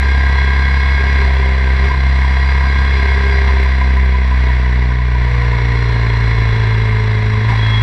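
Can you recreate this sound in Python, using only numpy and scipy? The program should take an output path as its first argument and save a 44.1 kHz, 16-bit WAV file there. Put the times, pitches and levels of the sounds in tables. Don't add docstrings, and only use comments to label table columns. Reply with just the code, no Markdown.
import sys
import numpy as np
from scipy import signal
from scipy.fft import irfft
from scipy.io import wavfile
from scipy.ndimage import uniform_filter1d

SR = 44100
rng = np.random.default_rng(int(sys.argv[2]) if len(sys.argv) > 2 else 0)


def undo_db(level):
    steps = np.asarray(level, float) / 20
    return 10 ** steps


def pcm_store(signal):
    levels = np.round(np.clip(np.atleast_2d(signal), -1, 1) * 32767)
    wavfile.write(sys.argv[1], SR, levels.astype(np.int16).T)


N = 344862

# (t/s, level/dB from full load)
LOAD = [(0, -0.1), (.6, 0.2), (1.2, -0.1), (1.3, -4), (1.8, -1), (2.1, -2.5), (2.6, -0.5), (3.0, -0.2),
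        (3.5, -0.6), (3.6, -3.5), (4.4, -2.5), (5.2, -3.5), (5.6, -3), (6.2, -2), (6.8, -2.5), (7.4, -3.5),
        (7.82, 0)]
# (t/s, knock level/dB over the road noise before the housing, speed shudder/turns per s)
JOLTS = [(1.202, -3.5, 1.36), (1.84, 2.5, 1.68), (3.47, -0.5, 1.39), (7.49, 5.5, 1.9)]
CLOSED_S, CLOSED_LENGTH_S = 5.25, 2.18


def evened(x):
    return x / np.sqrt(np.mean(x ** 2) + 1e-20)


def columns(rows, t):
    s, *values = np.transpose(rows)
    return [np.interp(t, s, v) for v in values]


def wander(hz, count):
    step = rng.standard_normal((count, round(N / SR * hz) + 2))
    place = np.arange(N) / SR * hz
    curves = [np.interp(place, np.arange(len(v)), v) for v in step]
    return np.array(curves) * 1.26 ** .5


def ringing(modes, hz):
    return sum(undo_db(2 * db) / (1 + (2 * (hz - f) / w) ** 2 * 0.79) ** 2 for f, w, db in modes)


def after(t, s, decay):
    return (t > s) * np.exp(-np.maximum(t - s, 0) / decay)


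def span(t, s, length):
    edge_s = .03
    rise = 1 + np.tanh((t - s) / edge_s)
    fall = 1 - np.tanh((t - s - length) / edge_s)
    return rise * fall / 4


def buzz_db(t):
    # (start t/s, length/s, level/dB)
    catches = [(0, 0.59, 6.5), (.98, .14, 22), (1.17, 0.13, 22.5), (1.344, .4, 16.5), (1.79, 0.1, 21),
               (2.905, 0.76, 19), (3.778, 0.48, 16), (4.4, 0.57, 13.5)]
    return sum(db * span(t, s, length) for s, length, db in catches)


def rattle(angle, shaking):
    rattle_hz = [70, 220, 600, 1050, 1900, 4200]
    # (level/dB, dB per dB of shaking, dB per dB of roughness, dB per dB of panel buzz)
    rattle_db = [(2.8, .1, .99, 0.034), (-0.5, 0.6, .3, .1), (-4.5, 0.47, .01, 0.14),
                 (0.5, 0.57, .01, -0.031), (-0.81, 0.5, .01, 0.08), (-0.64, 0.73, .01, 0.022)]
    # (t/s, level/dB of the engine's shaking of the housing, level/dB of road roughness)
    shake = [(0, 2, 3), (.6, 2.3, 0), (1.2, 2.4, 5.5), (1.6, -0.4, -14), (1.8, 0.5, 8), (2.0, -0.1, 6),
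             (2.2, 1.5, -13), (2.5, 2.2, .5), (3.4, 2.1, 0), (3.8, -0.7, -11), (4.2, -5, -12),
             (4.4, -1.2, -5), (5.0, -6.5, -8), (5.2, -4, 8), (5.4, -0.7, 4), (6.2, 0.1, 7.5),
             (6.6, 0.4, 8.5), (7.0, -1.3, 5), (7.4, -1.4, 9), (7.6, 2.2, 3), (7.82, 1.7, -5)]
    # (f/Hz, width/Hz, level/dB)
    housing = [(392, 140, -1), (715, 163, -6), (997, 151, 1.5), (1177, 150, -6.5), (1432, 130, -13),
               (1630, 366, -3.5), (1816, 190, -4.5), (1953, 106, 1.5), (2108, 130, 1), (2185, 46, 2.5),
               (2338, 130, -7), (2483, 69, -9), (2686, 140, -12), (2915, 110, -15.5), (3351, 92, -8),
               (3510, 150, -16), (3710, 430, -16.5), (4080, 250, -11.5), (4480, 97, -25),
               (4818, 210, -16.5), (5545, 330, -21), (5840, 470, -29.5), (6520, 250, -39.5),
               (7060, 180, -36), (7700, 380, -33), (10080, 830, -41)]
    # (f/Hz, width/Hz, level/dB)
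    mount = [(62.4, 3.6, 13.5), (114, 16, 1.5), (228, 11, -4)]
    # (f/Hz, level/dB)
    bed = [(250, -5.5), (340, -26.5), (560, -11.5), (850, -10), (1300, -18), (3000, -19.5), (4400, -29.5),
           (5100, -40), (6900, -41), (8500, -42), (9300, -48.5), (11500, -52.5), (14600, -50.5),
           (15300, -65)]
    # (f/Hz, width/Hz, level/dB)
    hollows = [(340, 24, -6.5), (614, 15, -3), (836, 28, -7), (1315, 154, -4)]
    closed_drone_db = 1

    throb = 1 + .25 * np.cos(angle) + .15 * np.cos(angle / 2)
    road = rng.standard_normal(N) * throb
    hz, t, z = signal.stft(road, SR, nperseg=2048, noverlap=1536)
    patches = uniform_filter1d(rng.standard_normal(z.shape), size=14, axis=0)
    patches = uniform_filter1d(patches, size=5, axis=1)
    z = z * undo_db(0.27 * evened(patches))
    z = z + signal.stft(shaking, SR, nperseg=2048, noverlap=1536)[2]

    shake_db, road_db = columns(shake, t)
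    buzz = buzz_db(t)
    level = np.array([db + a * shake_db + b * road_db + c * buzz for db, a, b, c in rattle_db])
    level[2] += closed_drone_db * span(t, CLOSED_S, CLOSED_LENGTH_S)
    log_hz = np.log(hz + 1)
    level = np.array([np.interp(log_hz, np.log(rattle_hz), v) for v in level.T]).T

    bed_hz, bed_db = np.transpose(bed)
    power = ringing(housing + mount, hz) + undo_db(2 * np.interp(log_hz, np.log(bed_hz), bed_db))
    hollow_db = sum(db * np.exp(-((hz - f) / w) ** 2) for f, w, db in hollows)
    power *= undo_db(2 * hollow_db)
    z = z * np.sqrt(power)[:, None] * undo_db(level)
    return undo_db(-12.0) * signal.istft(z, SR, nperseg=2048, noverlap=1536)[1][:N]


def squeal(t, angle):
    faint_db, db_per_load_db = -47, 1.3
    sing_s, rise_s, sing_db, sag_hz = 7.575, 0.036, 23.5, 13
    level_drift, phase_drift = wander(45.0, count=2)
    sing = (1 + np.tanh((t - sing_s) / rise_s)) / 2
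    load_db, = columns(LOAD, t)
    db = faint_db + db_per_load_db * load_db + sing_db * sing + 1.3 * np.cos(angle / 2)
    phase = 2 * np.pi * np.cumsum(3340 - sag_hz * sing) / SR
    return undo_db(db + 1.6 * level_drift) * np.cos(phase + .85 * phase_drift)


def knocks():
    # (t/s, level/dB, f/Hz)
    slaps = [(1.9, -18, 1010), (1.935, -21, 1000), (3.483, -20, 1000), (3.575, -24, 1010),
             (3.653, -21, 1000), (3.814, -20.5, 1005), (3.97, -21, 1005), (4.143, -21, 1000),
             (4.315, -24, 995), (4.484, -22, 980), (4.656, -27, 960), (4.82, -26, 990), (4.9, -24, 990),
             (4.99, -26, 990), (5.15, -24, 980), (5.265, -25, 965), (5.42, -22, 980), (5.525, -23, 1000),
             (7.493, -15, 980), (7.52, -23, 800)]
    # (t/s, level/dB before a lift of 2.5 dB)
    clicks = [(0.4894, -50), (1.2692, -45), (1.3422, -33.5), (1.8477, -44), (3.6072, -39.5), (3.6363, -31),
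              (3.8224, -41), (3.882, -49), (3.976, -35.5), (4.0528, -37.5), (4.427, -48), (4.46, -48),
              (4.4909, -35.5), (4.5216, -45.5), (4.777, -54.5), (5.7738, -57), (6.7796, -55),
              (6.9445, -51.5), (6.9876, -50.5), (7.567, -54), (7.6177, -51)]
    out, t = np.zeros(N + SR), np.arange(2000) / SR
    slap_swell = np.exp(-((t - .011) / .013) ** 2)
    for s, db, hz in slaps:
        out[round(s * SR):][:2000] += undo_db(db) * slap_swell * np.sin(2 * np.pi * hz * t)
    click = np.exp(-(t / .00011) ** 2) * np.cos(2 * np.pi * 11500 * t)
    for s, db in clicks:
        out[round(s * SR):][:2000] += undo_db(db + 2.5) * click
    return out[:N]


def clunk(t):
    burst = sum(undo_db(db) * after(t, s, 0.047) for s, db, _ in JOLTS)
    return burst * rng.standard_normal(N)


def clatter(angle):
    half_order = np.arange(2049)
    strength = undo_db(-5.0 * (half_order % 2)) * (half_order > 16)
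    strength = strength * (1 + .5 * rng.standard_normal(2049)) / (1 + (half_order / 268.0) ** 4)
    pattern = evened(irfft(strength * np.exp(2j * np.pi * rng.random(2049))))
    slip = 0.019 * wander(12.0, count=1)[0]
    place = (angle + slip) / (4 * np.pi) % 1 * 4096
    return np.interp(place, np.arange(4097), np.append(pattern, pattern[0]))


def whine(t, angle):
    # (multiple of crank speed, level/dB at full load, dB per dB of load)
    meshes = [(6.5, -30, -1), (7.5, -31, -1), (10, -28, -1), (10.5, -26, -1.5), (11, -26.5, -1),
              (12, -30, 0), (15, -27, 2.5), (16, -19, 2.2), (19, -23, 2), (23, -18.5, 3), (23.5, -26, 2.5),
              (24, -10.5, 2.6), (24.5, -22, 2.5), (29, -22, 1), (32.17, -18.5, 1), (39, -24, 0),
              (50, -19, 2), (61, -19, 1.5), (72, -14, .5), (74.3, -21, 0), (96, -27, -2)]
    drift = wander(18.0, count=2 * len(meshes))
    quiver = .006 * wander(120.0, count=1)[0]
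    load_db, = columns(LOAD, t)
    out = np.zeros(N)
    for (k, db, share), level_drift, angle_drift in zip(meshes, drift[::2], drift[1::2]):
        level = undo_db(db + share * load_db + 1.5 * level_drift)
        out += level * np.cos(k * (angle + .015 * angle_drift + quiver))
    return out


def engine(t):
    # (t/s, crank speed/turns per s)
    crank_speed = [(0, 66.88), (.75, 67.54), (.9, 67.55), (1.125, 67.38), (1.25, 66.14), (1.375, 66.07),
                   (1.625, 65.21), (1.75, 65.51), (1.875, 66.83), (2.0, 65.89), (2.125, 65.84),
                   (2.75, 67.0), (3.25, 66.98), (3.375, 66.8), (3.5, 65.63), (3.625, 65.3), (3.75, 65.36),
                   (4.75, 61.82), (5.125, 60.94), (5.25, 60.49), (5.375, 59.74), (6.0, 57.55),
                   (6.625, 55.13), (7.0, 54.02), (7.25, 53.53), (7.375, 53.58), (7.5, 55.65),
                   (7.625, 54.37), (7.82, 54.57)]
    # (t/s, once a turn level/dB, twice a turn level/dB)
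    thump = [(0, -13, -34), (.16, -10.5, -27.5), (.5, -11.5, -27.5), (1.12, -11.5, -29),
             (1.3, -10.5, -26.5), (1.6, -12, -27.5), (1.76, -10.5, -25.5), (1.91, -14, -26),
             (2.05, -10.2, -23.5), (2.25, -11, -26), (3.1, -11.6, -29.5), (3.36, -11.5, -27.5),
             (3.52, -10, -30.5), (3.75, -11.5, -27.7), (4.0, -9.5, -26), (4.25, -11.5, -28),
             (4.45, -10.3, -23), (4.64, -12, -23.5), (4.8, -11.5, -21.5), (4.96, -14, -20),
             (5.15, -12.5, -21.5), (5.28, -13.5, -18), (5.45, -14, -16.5), (6.08, -16, -15),
             (6.3, -15, -14.5), (6.6, -18, -13.5), (7.36, -21, -13.5), (7.82, -19, -12)]
    frame_orders = [3, 4, 6, 7, 8]
    # (level/dB on a 0 dB frame resonance, dB per dB of load, dB per dB of panel buzz,
    # waver/dB, dB added on closed throttle)
    frame_order_db = [(-32.5, -.4, .05, 1.2, .1), (-32, -.3, .1, 2.2, -.5), (-52, -.2, 1.01, 2.8, -1.5),
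                      (-38, .6, -.1, 1.8, 3), (-41, -.3, .2, 1.2, 9)]
    # (f/Hz, width/Hz, level/dB)
    frame = [(192, 55, -2.1), (214, 14, -0.7), (249.7, 19, -9), (274.5, 30, -11.5), (398, 32, 0.9),
             (432.6, 36, -1.1), (475, 35, -4), (522, 32, -5)]
    side_orders = [.5, 1.5, 2.5, 3.5, 4.5, 5]
    side_db = [-46.5, -33, -60.5, -47.5, -59.5, -46]

    steady, = columns(crank_speed, t)
    speed = steady
    for s, _, size in JOLTS:
        speed = speed + size * after(t, s, 0.061) * np.sin(2 * np.pi * 13 * (t - s))
    angle = 2 * np.pi * np.cumsum(speed) / SR
    lag = np.arctan(2 * (speed - 63.5) / 5.5)
    once_db, twice_db = columns(thump, t)
    out = undo_db(once_db) * np.cos(angle - lag) + undo_db(twice_db) * np.cos(2 * angle)

    closed = span(t, CLOSED_S, CLOSED_LENGTH_S)
    load_db, = columns(LOAD, t)
    buzz = buzz_db(t) * (1 + .07 * wander(35.0, count=1)[0])
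    drift = wander(6.0, count=len(frame_orders))
    for k, (db, per_load, per_buzz, waver_db, closed_db), d in zip(frame_orders, frame_order_db, drift):
        order_db = db + per_load * load_db + per_buzz * buzz + waver_db * d + closed_db * closed
        out += undo_db(order_db) * np.sqrt(ringing(frame, k * steady)) * np.cos(k * angle)

    drift = wander(4.0, count=len(side_orders))
    for k, db, d in zip(side_orders, side_db, drift):
        firing = np.exp(-(k - 1.5) ** 2)
        bracket_db = 7.7 * np.exp(-((k * speed - 291) / 14) ** 2)
        level = undo_db(db + 1.8 * d + 3.6 * firing * load_db + bracket_db)
        out += level * np.cos(k * angle + .5 * d[::-1])
    return np.sqrt(2) * out, angle


def scene():
    t = np.arange(N) / SR
    orders, angle = engine(t)
    shaking = whine(t, angle) + undo_db(-8.5) * clatter(angle) + clunk(t)
    return (orders + rattle(angle, shaking) + squeal(t, angle) + knocks())[None]


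def low_pass(x):
    return signal.sosfilt(signal.butter(12, 15270, fs=SR, output="sos"), x)


def record(dry):
    ceiling = 1.35
    soft = dry / (1 + (dry / ceiling) ** 4) ** .25
    return low_pass(soft)


dry = scene()
out = record(dry)
pcm_store(out)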